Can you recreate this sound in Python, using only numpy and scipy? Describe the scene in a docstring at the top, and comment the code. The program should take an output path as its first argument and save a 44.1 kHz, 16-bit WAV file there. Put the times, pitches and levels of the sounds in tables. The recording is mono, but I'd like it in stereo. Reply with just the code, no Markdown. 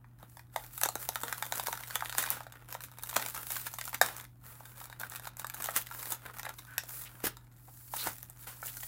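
"""A faint mains hum and low room air lie underneath, stronger on the right.
Close to a pair of microphones in a small room, two hands tear a plastic blister off its card backing.
Fibres crackle and plastic slides, as bursts of noise and steady noise that follow the pull of the hands.
The glue lets go in snaps: short noise cracks that ring modes of card and plastic. Dull low knocks join in.
Late in the tear, short resonant squeaks come from plastic slipping on card."""
import sys
import numpy as np
from scipy import signal
from scipy.fft import rfft, irfft, next_fast_len
from scipy.io import wavfile
from scipy.ndimage import uniform_filter1d

SR = 44100
rng = np.random.default_rng(int(sys.argv[2]) if len(sys.argv) > 2 else 0)


def put_to_file(sound):
    """Save the sound as 16-bit audio at rate SR, in the file named by the first command-line argument."""
    columns = np.atleast_2d(sound).T  # one column per channel
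    safe = np.clip(columns, -1, 1)
    whole_steps = np.round(safe * 32767)
    wavfile.write(sys.argv[1], SR, whole_steps.astype(np.int16))


N = 391166

# How the plastic comes away. Each row: time in seconds, grit (0 smooth sliding, 1 separate fibres breaking).
GRITTINESS = [(0, 0.37), (.7, 0.49), (1, 0.57), (2.3, 0.89), (3, 0.86), (3.6, 0.69), (4.2, 0.93),
              (4.5, 0.26), (5, 0.79), (5.7, 0.8), (6.1, 0.5), (6.4, 1), (7, 0.35), (7.5, 0.52),
              (7.8, 0.038), (8, 0.76), (8.6, 0.39)]
CARD_HZ = 1250  # centre of the card's modes at its usual bend


def amp(db):
    """Decibels to gain."""
    return 10 ** (np.asarray(db) / 20)


def unit(x):
    """Scales to rms 1."""
    return x / np.sqrt(np.mean(x ** 2) + 1e-20)


def read(points, hz):
    """Reads a spectrum on a log-frequency axis."""
    f, value = np.transpose(points)
    return np.interp(np.log(hz + 1), np.log(f), value)


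def add(mix, s, sound):
    """Adds a stereo sound at time s."""
    part = mix[:, max(round(s * SR), 0):][:, :sound.shape[1]]
    part += sound[:, :part.shape[1]]


def colour(x, spectrum, size=2048):
    """Causal minimum-phase filter with the given spectrum, so attacks stay sharp."""
    hz = abs(np.fft.fftfreq(size, 1 / SR))
    log_gain = np.log(amp(read(spectrum, hz)))
    minimum_phase = np.exp(np.conj(signal.hilbert(log_gain)))
    taps = np.fft.ifft(minimum_phase).real[:size // 2]
    return signal.fftconvolve(x, taps[None], axes=1)[:, :x.shape[1]]


def background(hum_hz=120, hum_db=(-66, -53.5), air_db=(-64.5, -60.5), apart=0.13):
    """Mains hum is one steady tone, room air is low noise; levels are for left and right."""
    # Spectrum of the air. Each row: frequency in Hz, relative level in dB per Hz.
    air_spectrum = [(15, -31.5), (33, -32.5), (41, 11.5), (62, 4), (85, 2), (130, 1.5), (200, -5),
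                    (300, -4), (450, -21), (900, -16), (2000, -45.5), (5000, -42.5), (15000, -29.5)]
    hum = np.sqrt(2) * np.sin(2 * np.pi * hum_hz * np.arange(N) / SR)
    shared = rng.standard_normal(N)
    noise = shared + apart * rng.standard_normal((2, N))
    air = unit(colour(noise, air_spectrum, size=16384))
    return amp(hum_db)[:, None] * hum + amp(air_db)[:, None] * air


def pull(arch=0.58, peak_share=0.48):
    """Strength of flexing and of fizz over time: the steady strain plus tugs that swell and ease.

    arch sets how full a tug's swell is (smaller is fuller), peak_share where in its length it is strongest.
    """
    # Steady strain of the hands. Each row: time in seconds, card flexing and fibre fizz in relative dB.
    strain = [(0, -70, -80), (.49, -72.5, -71), (.78, -58.5, -50), (1.5, -48, -41.5), (2.33, -52, -44),
              (2.47, -62, -64), (2.95, -57, -54.5), (3.2, -46.5, -39), (3.96, -65, -47.5),
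              (4.38, -73.5, -72), (4.5, -55.5, -50.5), (5.35, -61.5, -68), (5.7, -53, -50),
              (6.2, -63.5, -55.5), (7.2, -54, -52), (7.48, -68, -69.5), (7.659, -67, -55),
              (8.121, -66, -41.5), (8.3, -63.5, -58.5), (8.87, -59, -39)]
    # Single tugs, each peeling a little more. Each row: start in seconds, length in seconds,
    # card flexing and fibre fizz in relative dB.
    tugs = [(0.179, 0.1, -58, -60.5), (0.266, 0.17, -69, -57), (0.521, 0.18, -53, -47),
            (0.71, 0.18, -65, -42), (0.984, 0.084, -46.5, -36), (1.223, 0.12, -43, -42),
            (1.529, 0.089, -41, -34.5), (1.656, .08, -52, -35.5), (2.17, 0.14, -48, -35),
            (2.24, 0.18, -42, -53), (2.516, 0.13, -52, -57), (2.679, 0.094, -45.5, -39.5),
            (2.806, 0.069, -53, -39), (3.004, 0.13, -66, -41.5), (3.165, .13, -40.5, -38.5),
            (3.344, 0.095, -42, -38), (3.443, 0.21, -49.5, -34), (3.822, 0.095, -53, -38),
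            (4.012, .1, -41.5, -37), (4.119, 0.14, -49, -47), (4.425, 0.12, -52.5, -49),
            (4.646, .1, -60, -51), (4.755, .12, -51.5, -44.5), (4.988, 0.093, -43.5, -41),
            (5.091, 0.1, -45, -40), (5.217, 0.082, -45.5, -41.5), (5.377, 0.055, -45.5, -39),
            (5.53, 0.23, -43.5, -37.5), (5.754, 0.078, -45, -33), (5.893, 0.25, -46, -38.5),
            (6.071, 0.092, -47, -35), (6.217, 0.11, -44.5, -50), (6.332, 0.075, -46, -41),
            (6.443, .1, -45.5, -50), (6.556, 0.068, -54, -45.5), (6.868, .2, -52.5, -38),
            (7.913, 0.17, -46.5, -32.5), (8.382, 0.084, -60, -45), (8.627, 0.088, -49, -36)]
    t = np.arange(N) / SR
    s, *levels = np.transpose(strain)
    power = amp([np.interp(t, s, level) for level in levels]) ** 2
    for start, length, *db in tugs:
        near = slice(round(start * SR), round((start + length) * SR))
        progress = (t[near] - start) / length
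        phase = np.interp(progress, [0, peak_share, 1], [0, np.pi / 2, np.pi])
        swell = abs(np.sin(phase)) ** arch
        power[:, near] += (amp(db)[:, None] * swell) ** 2
    return np.sqrt(power)


def fibres(per_s=170, spread_db=7.0, largest=1.2, flex_decay_s=0.0027, fizz_decay_s=.001, apart_db=2.5):
    """Fibres load and break one after another, each with a short tick and a longer shiver of the card."""
    times = np.cumsum(rng.gamma(2, .5, 6000)) / per_s
    t = np.arange(SR // 80) / SR
    out = np.zeros((2, 2, N))  # shivers and ticks, each in stereo
    for s in times[times < N / SR]:
        size, length, *apart = np.clip(rng.standard_normal(4), -largest, largest)
        for layer, usual_decay, own in zip(out, (flex_decay_s, fizz_decay_s), apart):
            decay = usual_decay * np.exp(0.9 * length)
            burst = rng.standard_normal((2, len(t))) * np.exp(-t / decay)
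            add(layer, s, amp(spread_db * size + apart_db * own) * burst)
    # the pull sets how much breaks in each moment, however the breaks are shared out
    local_power = uniform_filter1d((out ** 2).mean(1, keepdims=True), size=3000)
    return out / np.sqrt(local_power + 1e-4)


def tearing(flex_db=-3.5, fizz_db=-5.5, slide_db=3.0):
    """Breaking fibres and smooth sliding follow the pull, and flare where the tear runs."""
    # Fast runs of the tear. Each row: peak in seconds, rise and fall of the power in seconds,
    # flexing and fizz at the peak in dB.
    rips = [(.838, 0.0017, 0.006, -37, -35), (1.952, 0.0065, .005, -44.5, -37),
            (2.188, 0.0051, 0.017, -35, -26), (2.312, 0.0032, 0.019, -40, -33),
            (3.162, 0.0012, 0.0055, -27.5, -25), (3.51, 0.0037, 0.029, -47, -36),
            (3.67, 0.0054, 0.0039, -42.5, -31.5), (3.947, 0.0024, 0.0027, -34, -30.5),
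            (4.018, 0.0015, 0.035, -36, -34.5), (5.646, 0.0016, 0.0083, -44.5, -32.5),
            (5.773, 0.0061, 0.004, -32.5, -22), (6.123, 0.0084, 0.019, -44.5, -61),
            (7.241, 0.0008, 0.0049, -40, -28.5), (7.257, 0.0044, 0.002, -36, -25),
            (7.269, 0.001, 0.0039, -28.5, -23.5), (8.07, 0.017, 0.013, -38.5, -33),
            (8.472, 0.0016, 0.022, -44, -38)]
    # Spectra of the flexing card, the fizzing fibres and plastic sliding smoothly over card.
    # Each row: frequency in Hz, relative level in dB per Hz.
    flex_spectrum = [(60, -59), (200, -10), (350, -14), (500, -9.5), (700, -7.5), (900, -4), (1130, -4.5),
                     (1380, 1), (1650, -3.5), (2100, -9), (2800, -12), (5000, -24), (12000, -56.5)]
    fizz_spectrum = [(500, -37.5), (1800, 0.5), (2600, 1.5), (3100, 0), (3800, 0), (4800, -1), (6200, 0.5),
                     (7600, 1.5), (9300, 4), (11500, 4), (13200, 3.5), (15300, 9.5), (16500, -24.5)]
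    slide_spectrum = [(500, -30.5), (1800, -16.5), (2700, -33.5), (3800, -16), (4800, -11), (6200, -11),
                      (7600, -4.5), (9300, -5), (11500, -1), (13200, -1.5), (15300, 2.5), (16500, 0.5)]

    def rush(spectrum):
        """Steady coloured noise."""
        return unit(colour(rng.standard_normal((2, N)), spectrum))

    t = np.arange(N) / SR
    flex, fizz = pull()
    flex = amp(flex_db) * flex
    grit = np.interp(t, *np.transpose(GRITTINESS))
    shivers, ticks = fibres()
    shivers = unit(colour(shivers, flex_spectrum))
    ticks = unit(colour(ticks, fizz_spectrum))
    breaking = flex * shivers + amp(fizz_db) * fizz * ticks
    sliding = flex * rush(flex_spectrum) + amp(slide_db) * fizz * rush(slide_spectrum)
    out = np.sqrt(grit) * breaking + np.sqrt(1 - grit) * sliding
    low, high = rush(flex_spectrum), rush(fizz_spectrum)  # in a fast run the breaks merge
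    for peak, rise, fall, low_db, high_db in rips:
        near = slice(round((peak - .1) * SR), round((peak + .2) * SR))
        flare = np.exp(-np.maximum((peak - t[near]) / rise, (t[near] - peak) / fall))
        run = amp(low_db) * low[:, near] + amp(high_db) * high[:, near]
        out[:, near] += np.sqrt(flare) * run
    return out


def small_snaps(count=260, card_over_db=1.5, crack_over_db=3, smooth_db=-8.5, scatter_db=3.5,
                usual_hz=1330, usual_ms=0.85):
    """Specks of glue give way at random, louder under a harder pull and on gritty stretches."""
    flex, fizz = 20 * np.log10(pull())
    places = rng.random(count)
    scatter = np.clip(rng.standard_normal((count, 4)), -1.5, 1.5)
    rows = []
    for place, (card, crack, pitch, length) in zip(places, scatter):
        at = int(place * N)
        s = at / SR
        soften_db = smooth_db * (1 - np.interp(s, *np.transpose(GRITTINESS)))
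        card_level = flex[at] + card_over_db + soften_db + scatter_db * card
        crack_level = fizz[at] + crack_over_db + soften_db + scatter_db * crack
        rows.append((s, card_level, crack_level, usual_hz * np.exp(.13 * pitch), usual_ms * np.exp(.5 * length)))
    return rows


def ring(modes, t, stretch, scatter_db, detune):
    """Damped modes; each blow lands elsewhere and so weights and detunes them anew."""
    hz, db, t60 = np.transpose(modes)[:, :, None]
    weight, shift, side = rng.standard_normal((3, 2, len(modes), 1))
    waves = np.sin(2 * np.pi * hz * stretch * (1 + detune * shift[0]) * t)
    envelope = amp(db + scatter_db * weight - 60 * t / t60)
    return (np.sign(side) * envelope * waves).sum(1)


def blister_level(card, crack, hz, blend_db=-2.5, db_per_octave=5.5, weaker_share=0.85):
    """The blister rings most when a snap both bends and cracks, and more on a taut card."""
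    weaker, stronger = sorted((card, crack))
    blend = stronger + weaker_share * (weaker - stronger)
    return blend_db + blend + db_per_octave * np.log2(hz / CARD_HZ)


def crack_spectrum(card, dull_above_hz=5500, dull_from_db=-40.5, dull_slope=0.34):
    """The more card a snap moves, the coarser its fractures and the less top its crack has.

    dull_slope is in dB per octave for each dB of card ring above dull_from_db.
    """
    # Crack of a light snap. Each row: frequency in Hz, relative level in dB per Hz.
    light_crack = [(100, -39.5), (400, -20.5), (1500, -19.5), (4500, -15), (6200, 1), (7300, 5.5),
                   (9300, 2.5), (11500, 4.5), (13200, 5.5), (15200, 6), (16500, -13)]
    slope = dull_slope * max(card - dull_from_db, 0)
    return [(hz, db - slope * max(np.log2(hz / dull_above_hz), 0)) for hz, db in light_crack]


def snaps(scatter_db=2, detune=0.036, bend=0.3, brighten_db=20, swell=0.053, rough=0.2, focus_db=9, grain=0.17):
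    """A quick cluster of fractures is heard as a crack and sets the card and the blister ringing."""
    # The glue lets go. Each row: start in seconds, card ring in dB, crack in dB,
    # frequency the bent card favours in Hz, decay time of the break in ms.
    glue_breaks = [(.0439, -53.5, -73, 1250, 4.1), (.2286, -46, -53.5, 810, 0.97),
                   (.37, -46, -49, 1170, 1.6), (.3935, -46, -51, 1380, 3.1), (.5607, -25.5, -34, 1210, 2.9),
                   (.7781, -44, -33.5, 1320, 1.2), (.814, -33.5, -26, 950, 0.86),
                   (.8341, -27.5, -17.5, 1270, 2.6), (.8514, -31, -37, 1300, 2.3),
                   (.8576, -30, -27, 860, 3.2), (.8881, -31.5, -27, 1034, 1.1),
                   (.9544, -33.5, -29.5, 950, 1.8), (1.0897, -30.5, -24.5, 970, .33),
                   (1.1572, -29.5, -31, 1210, 0.54), (1.234, -31.5, -29.5, 1050, 1.9),
                   (1.3261, -28.5, -31.5, 1250, 1.6), (1.3805, -44, -37, 1172, 2.2),
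                   (1.4245, -29.5, -29.5, 1120, 1.6), (1.5232, -29.5, -28, 1250, 0.48),
                   (1.5968, -31, -30, 1130, 2.9), (1.6697, -31.5, -28.5, 1170, 1.6),
                   (1.6834, -32, -36, 970, 2), (1.7282, -30.5, -31.5, 1130, .7),
                   (1.7746, -39, -43, 1590, 1.3), (1.8358, -41.5, -42, 1630, 2.1),
                   (1.9079, -37.5, -39.5, 1580, 1.01), (1.9558, -27, -23, 1310, 1.3),
                   (2.0066, -34.5, -39, 1430, 2.6), (2.023, -27, -57, 1110, 2.6),
                   (2.0583, -37.5, -36, 1330, 0.47), (2.0955, -36.5, -34.5, 1330, 5.1),
                   (2.1255, -36.5, -36, 1320, 1.2), (2.1497, -35.5, -37.5, 1230, .74),
                   (2.183, -25.5, -20, 1360, 0.42), (2.227, -32, -43, 1620, 1.1),
                   (2.238, -31, -34, 1330, 1.6), (2.2614, -36, -40, 1620, 1.3),
                   (2.2744, -35, -44, 1550, 1.95), (2.287, -40, -41, 1440, 5.5),
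                   (2.304, -39.5, -19, 1100, 0.48), (2.4056, -38, -47, 1210, 0.67),
                   (2.4667, -42.5, -53, 1240, 4.6), (2.5226, -49, -44.5, 1320, 1.9),
                   (2.7502, -33.5, -44, 1070, 0.27), (2.8063, -43.5, -42, 1380, 0.83),
                   (2.9857, -48, -42, 1160, 0.47), (3.0348, -43.5, -33, 1520, 1.1),
                   (3.0939, -42.5, -35, 1450, 1.3), (3.1288, -38.5, -44, 1330, 3.3),
                   (3.1646, -22.5, -21.5, 1050, 2.7), (3.3463, -40.5, -34, 1100, 3.9),
                   (3.3643, -38, -41, 1320, 1.7), (3.505, -37.5, -33, 1110, 1.3),
                   (3.5655, -34.5, -35, 1370, 3.4), (3.6669, -35, -39, 1190, 2.8),
                   (3.7388, -43, -37.5, 1200, 1.8), (3.7855, -35.5, -33.5, 1330, 3.9),
                   (3.8126, -36, -34.5, 1360, 0.41), (3.8778, -35.5, -41, 1330, 1.7),
                   (3.93, -39, -42, 1366, 1.6), (3.9449, -36, -31.5, 1360, 1.8),
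                   (4.0138, -14.5, -16.5, 1050, 2.8), (4.0877, -46, -38, 1210, .54),
                   (4.1653, -50, -36.5, 1330, 1.56), (4.605, -44, -54, 906, 3.7),
                   (4.6548, -50, -46, 1290, 1.5), (4.8133, -45.5, -57, 1140, 2.9),
                   (4.899, -48, -46, 1190, 1.4), (4.9269, -42.5, -47.5, 1320, 3.6),
                   (4.9984, -49, -34, 1250, 2), (5.034, -32, -53, 1450, 3.1), (5.0988, -64, -38, 1240, 0.4),
                   (5.197, -46, -42, 1340, 0.78), (5.2725, -34.5, -38.5, 1080, 2.8),
                   (5.369, -53, -40, 1110, 1.6), (5.4454, -32, -40, 1130, 2), (5.4684, -46, -35, 1230, 1.6),
                   (5.499, -42, -35, 1300, .54), (5.5434, -41.5, -33.5, 1133, 3.8),
                   (5.642, -41, -28, 1370, 1.1), (5.6872, -28, -56, 1220, 7.3),
                   (5.7636, -31.5, -18.5, 1480, 0.25), (5.8694, -44.5, -41, 1543, 2.3),
                   (5.9122, -38.5, -48, 1340, 1.6), (6.121, -37, -25, 1240, 5.1),
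                   (6.3958, -40.5, -37, 1320, 2.7), (6.4312, -41.5, -39, 1480, 0.83),
                   (6.453, -40, -38, 1420, 2.8), (6.4661, -32.5, -65, 1050, 1.1),
                   (6.492, -41.5, -37, 1300, 1.3), (6.5875, -45, -45, 1850, 4), (6.781, -29, -24, 1680, .5),
                   (6.8357, -49, -42, 1450, 1.7), (7.3693, -49.5, -46.5, 1390, 1.2),
                   (7.9372, -32.5, -43.5, 1197, 5.3), (8.0706, -29, -32, 930, 4),
                   (8.184, -59, -42, 1200, 0.23), (8.2295, -50.5, -37.5, 1030, 0.25),
                   (8.2988, -57.5, -40, 960, 0.52), (8.6278, -36, -65, 1200, 7.4),
                   (8.769, -44, -36, 1730, 4.1), (8.8317, -42, -36, 1420, 6.3)]
    # Modes of the card at its usual bend. Each row: frequency in Hz, relative level in dB, t60 in seconds.
    card_modes = [(570, -15, 0.039), (700, 3, 0.014), (820, 1.5, 0.016), (960, 0, 0.025), (1130, -1, 0.013),
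                  (1320, 0, 0.029), (1450, -3.5, 0.039), (1620, 4.5, 0.015), (1868, 2, 0.015),
                  (2290, -5.5, 0.025)]
    # Modes of the blister, rung 2 % lower. Each row: frequency in Hz, relative level in dB, t60 in seconds.
    blister_modes = [(2190, 3.5, .005), (2460, 3, 0.003), (2780, -6, 0.0087), (3555, -1, .007),
                     (3850, 5, 0.01), (4340, 10, 0.0018), (5200, 4, 0.0058), (5900, 1.5, 0.0061)]
    out, t = np.zeros((2, N)), np.arange(SR // 25) / SR
    head = round(.006 * SR)
    # the small pack sends out little below 590 Hz
    radiate = signal.butter(4, 590, "high", fs=SR, output="sos")

    def at_level(x, db):
        """Sets the level over the first 6 ms of a snap."""
        return amp(db) * x / np.sqrt(np.mean(x[:, :head] ** 2, axis=1, keepdims=True))

    def drive(body, force):
        """Lets a force set a ringing body off."""
        return signal.fftconvolve(body, force, axes=1)[:, :len(t)]

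    for s, card, crack, hz, ms in list(glue_breaks) + small_snaps():
        age = 1000 * t / ms
        fractures = rng.standard_normal((2, len(t))) * np.exp(-age) * (1 - np.exp(-age / swell))
        # the load drops all at once
        release = (t == 0) + rough * fractures[:1] * np.exp(-t / 0.0014)
        tension = hz / CARD_HZ  # a tauter card rings higher and favours its upper modes
        modes = []
        for f, db, t60 in card_modes:
            brighten = brighten_db * np.log(tension) * np.log(f / CARD_HZ)
            focus = focus_db * np.log(f / hz) ** 2
            modes.append((f, db + brighten - focus, t60))
        flex = drive(ring(modes, t, tension ** bend, scatter_db, detune), release)
        shell = drive(ring(blister_modes, t, 0.98, scatter_db, 2 * detune), (t == 0) + grain * fractures)
        add(out, s, at_level(signal.sosfilt(radiate, flex), card))
        add(out, s, at_level(signal.sosfilt(radiate, shell), blister_level(card, crack, hz)))
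        add(out, s, at_level(colour(fractures, crack_spectrum(card)), crack))
    return out


def knocks(rustle=0.95):
    """The whole pack bumps against the fingers: a low, quickly damped swing with a rub of noise."""
    # Dull knocks. Each row: start in seconds, level in dB, frequency in Hz, decay time in seconds.
    bumps = [(0.233, -50.5, 193, 0.0058), (0.859, -38, 427, 0.0055), (.891, -40, 440, 0.0032),
             (.956, -38.5, 450, 0.0026), (1.091, -43, 433, 0.0056), (1.235, -42.5, 467, 0.011),
             (1.682, -45, 475, 0.0059), (3.167, -36, 237, 0.0047), (5.768, -61, 336, 0.011),
             (6.12, -55, 300, 0.014), (7.147, -48.5, 328, 0.0043), (7.241, -25.5, 422, 0.0025),
             (7.254, -42, 190, 0.013), (7.269, -31, 430, 0.0028), (7.27, -45, 160, 0.0093),
             (8.066, -43, 350, 0.012), (8.073, -41.5, 120, 0.018)]
    out, t = np.zeros((2, N)), np.arange(SR // 6) / SR
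    for s, db, hz, decay in bumps:
        around = [(hz / 4, -16), (hz, 0), (hz * 2, -7), (hz * 6, -35)]  # Hz, dB
        rub = unit(colour(rng.standard_normal((2, len(t))), around))
        swing = np.sin(2 * np.pi * hz * t)
        add(out, s, amp(db) * (swing + rustle * rub) * np.exp(-t / decay))
    return out


def squeaks():
    """Plastic sliding on card: rapid uneven slips feed one resonance of the pack."""
    # Each row: start in seconds, length in seconds, resonance in Hz, its width in Hz, level in dB before fades.
    slides = [(6.656, 0.15, 1550, 130, -50.5), (7.051, 0.034, 2660, 1520, -47),
              (7.676, 0.029, 870, 198, -54), (7.797, 0.026, 1410, 500, -62.5),
              (7.972, 0.067, 4100, 700, -37.5), (8.67, 0.038, 2770, 1440, -46.5)]
    out = np.zeros((2, N))
    for s, length, hz, width, db in slides:
        slips = rng.standard_normal((2, round(length * SR)))
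        tone = signal.lfilter(*signal.iirpeak(hz, hz / width, fs=SR), slips)
        fades = signal.windows.tukey(tone.shape[1], .5)
        add(out, s, amp(db) * unit(tone) * fades)
    return out


def microphones(pair, lag_s=.00006):
    """Two unrelated versions of a sound become left and right; the left microphone is nearer."""
    # Right microphone against the left. Each row: frequency in Hz, level difference in dB.
    right_level = [(100, 1.5), (380, -1), (700, -4), (1300, -6.5), (2400, -9.5), (4400, -6.5), (8000, -10),
                   (11500, -2), (15000, -14.5)]
    # How alike the two are. Each row: frequency in Hz, likeness from 0 to 1.
    likeness = [(100, 0.45), (700, 0.93), (1500, 0.57), (3000, 0.37), (7000, 0.33), (15000, 0.1)]
    size = next_fast_len(N + SR // 10)
    hz = np.fft.rfftfreq(size, 1 / SR)
    left, other = rfft(pair, size)
    alike = read(likeness, hz)
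    right = alike * left + np.sqrt(1 - alike ** 2) * other
    delay = np.exp(-2j * np.pi * hz * lag_s)
    right = right * amp(read(right_level, hz)) * delay
    return irfft(np.array([left, right]), size)[:, :N]


def echoes(desk_db=-13, wall_db=-13, tail_db=-12, desk_decay_s=.005, wall_s=0.0064, wall_spread_s=0.0049):
    """Scatter from hands and desk, a near wall, then a short diffuse tail."""
    # Decay of the room. Each row: frequency in Hz, t60 in seconds.
    room_decay = [(200, 0.23), (600, 0.22), (1400, 0.16), (3700, 0.23), (9700, 0.1), (16000, 0.11)]
    t = np.arange(SR // 3) / SR
    shape = (3, 2, len(t))
    desk, wall, tail = rng.standard_normal(shape) * (rng.random(shape) < .2)  # sparse reflections
    desk = desk * (t > .0012) * np.exp(-t / desk_decay_s)
    wall = wall * np.exp(-((t - wall_s) / wall_spread_s) ** 2 / 2)
    tail = tail * np.clip((t - .007) / 0.0011, 0, 1)
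    # each frequency of the tail dies at its own pace
    hz, when, z = signal.stft(tail, SR, nperseg=256)
    dying = amp(-60 * when / read(room_decay, hz)[:, None])
    tail = signal.istft(z * dying, SR, nperseg=256)[1][:, :len(t)]
    total = amp(desk_db) * unit(desk) + amp(wall_db) * unit(wall) + amp(tail_db) * unit(tail)
    return total / np.sqrt(len(t))


def room(x, count=7, turn_s=.09):
    """The pack keeps turning in the hands, so its sound cycles through several echo patterns."""
    place, out = np.arange(N) / (SR * turn_s), x.copy()
    for k in range(count):
        # crossfades from one pattern to the next
        share = np.sqrt(np.maximum(1 - abs((place - k) % count - 1), 0))
        out += signal.oaconvolve(x * share, echoes(), axes=1)[:, :N]
    return out


def scene():
    """The pack in its room, over hum and air."""
    pack = tearing() + snaps() + knocks() + squeaks()
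    return background() + room(microphones(pack))


def record(dry):
    """Clips at full scale, then cuts the band above 15950 Hz."""
    low_pass = signal.firwin(301, 15950, window=("kaiser", 8), fs=SR)
    return signal.oaconvolve(np.clip(dry, -1, 1), low_pass[None], "same", axes=1)


dry = scene()
out = record(dry)
put_to_file(out)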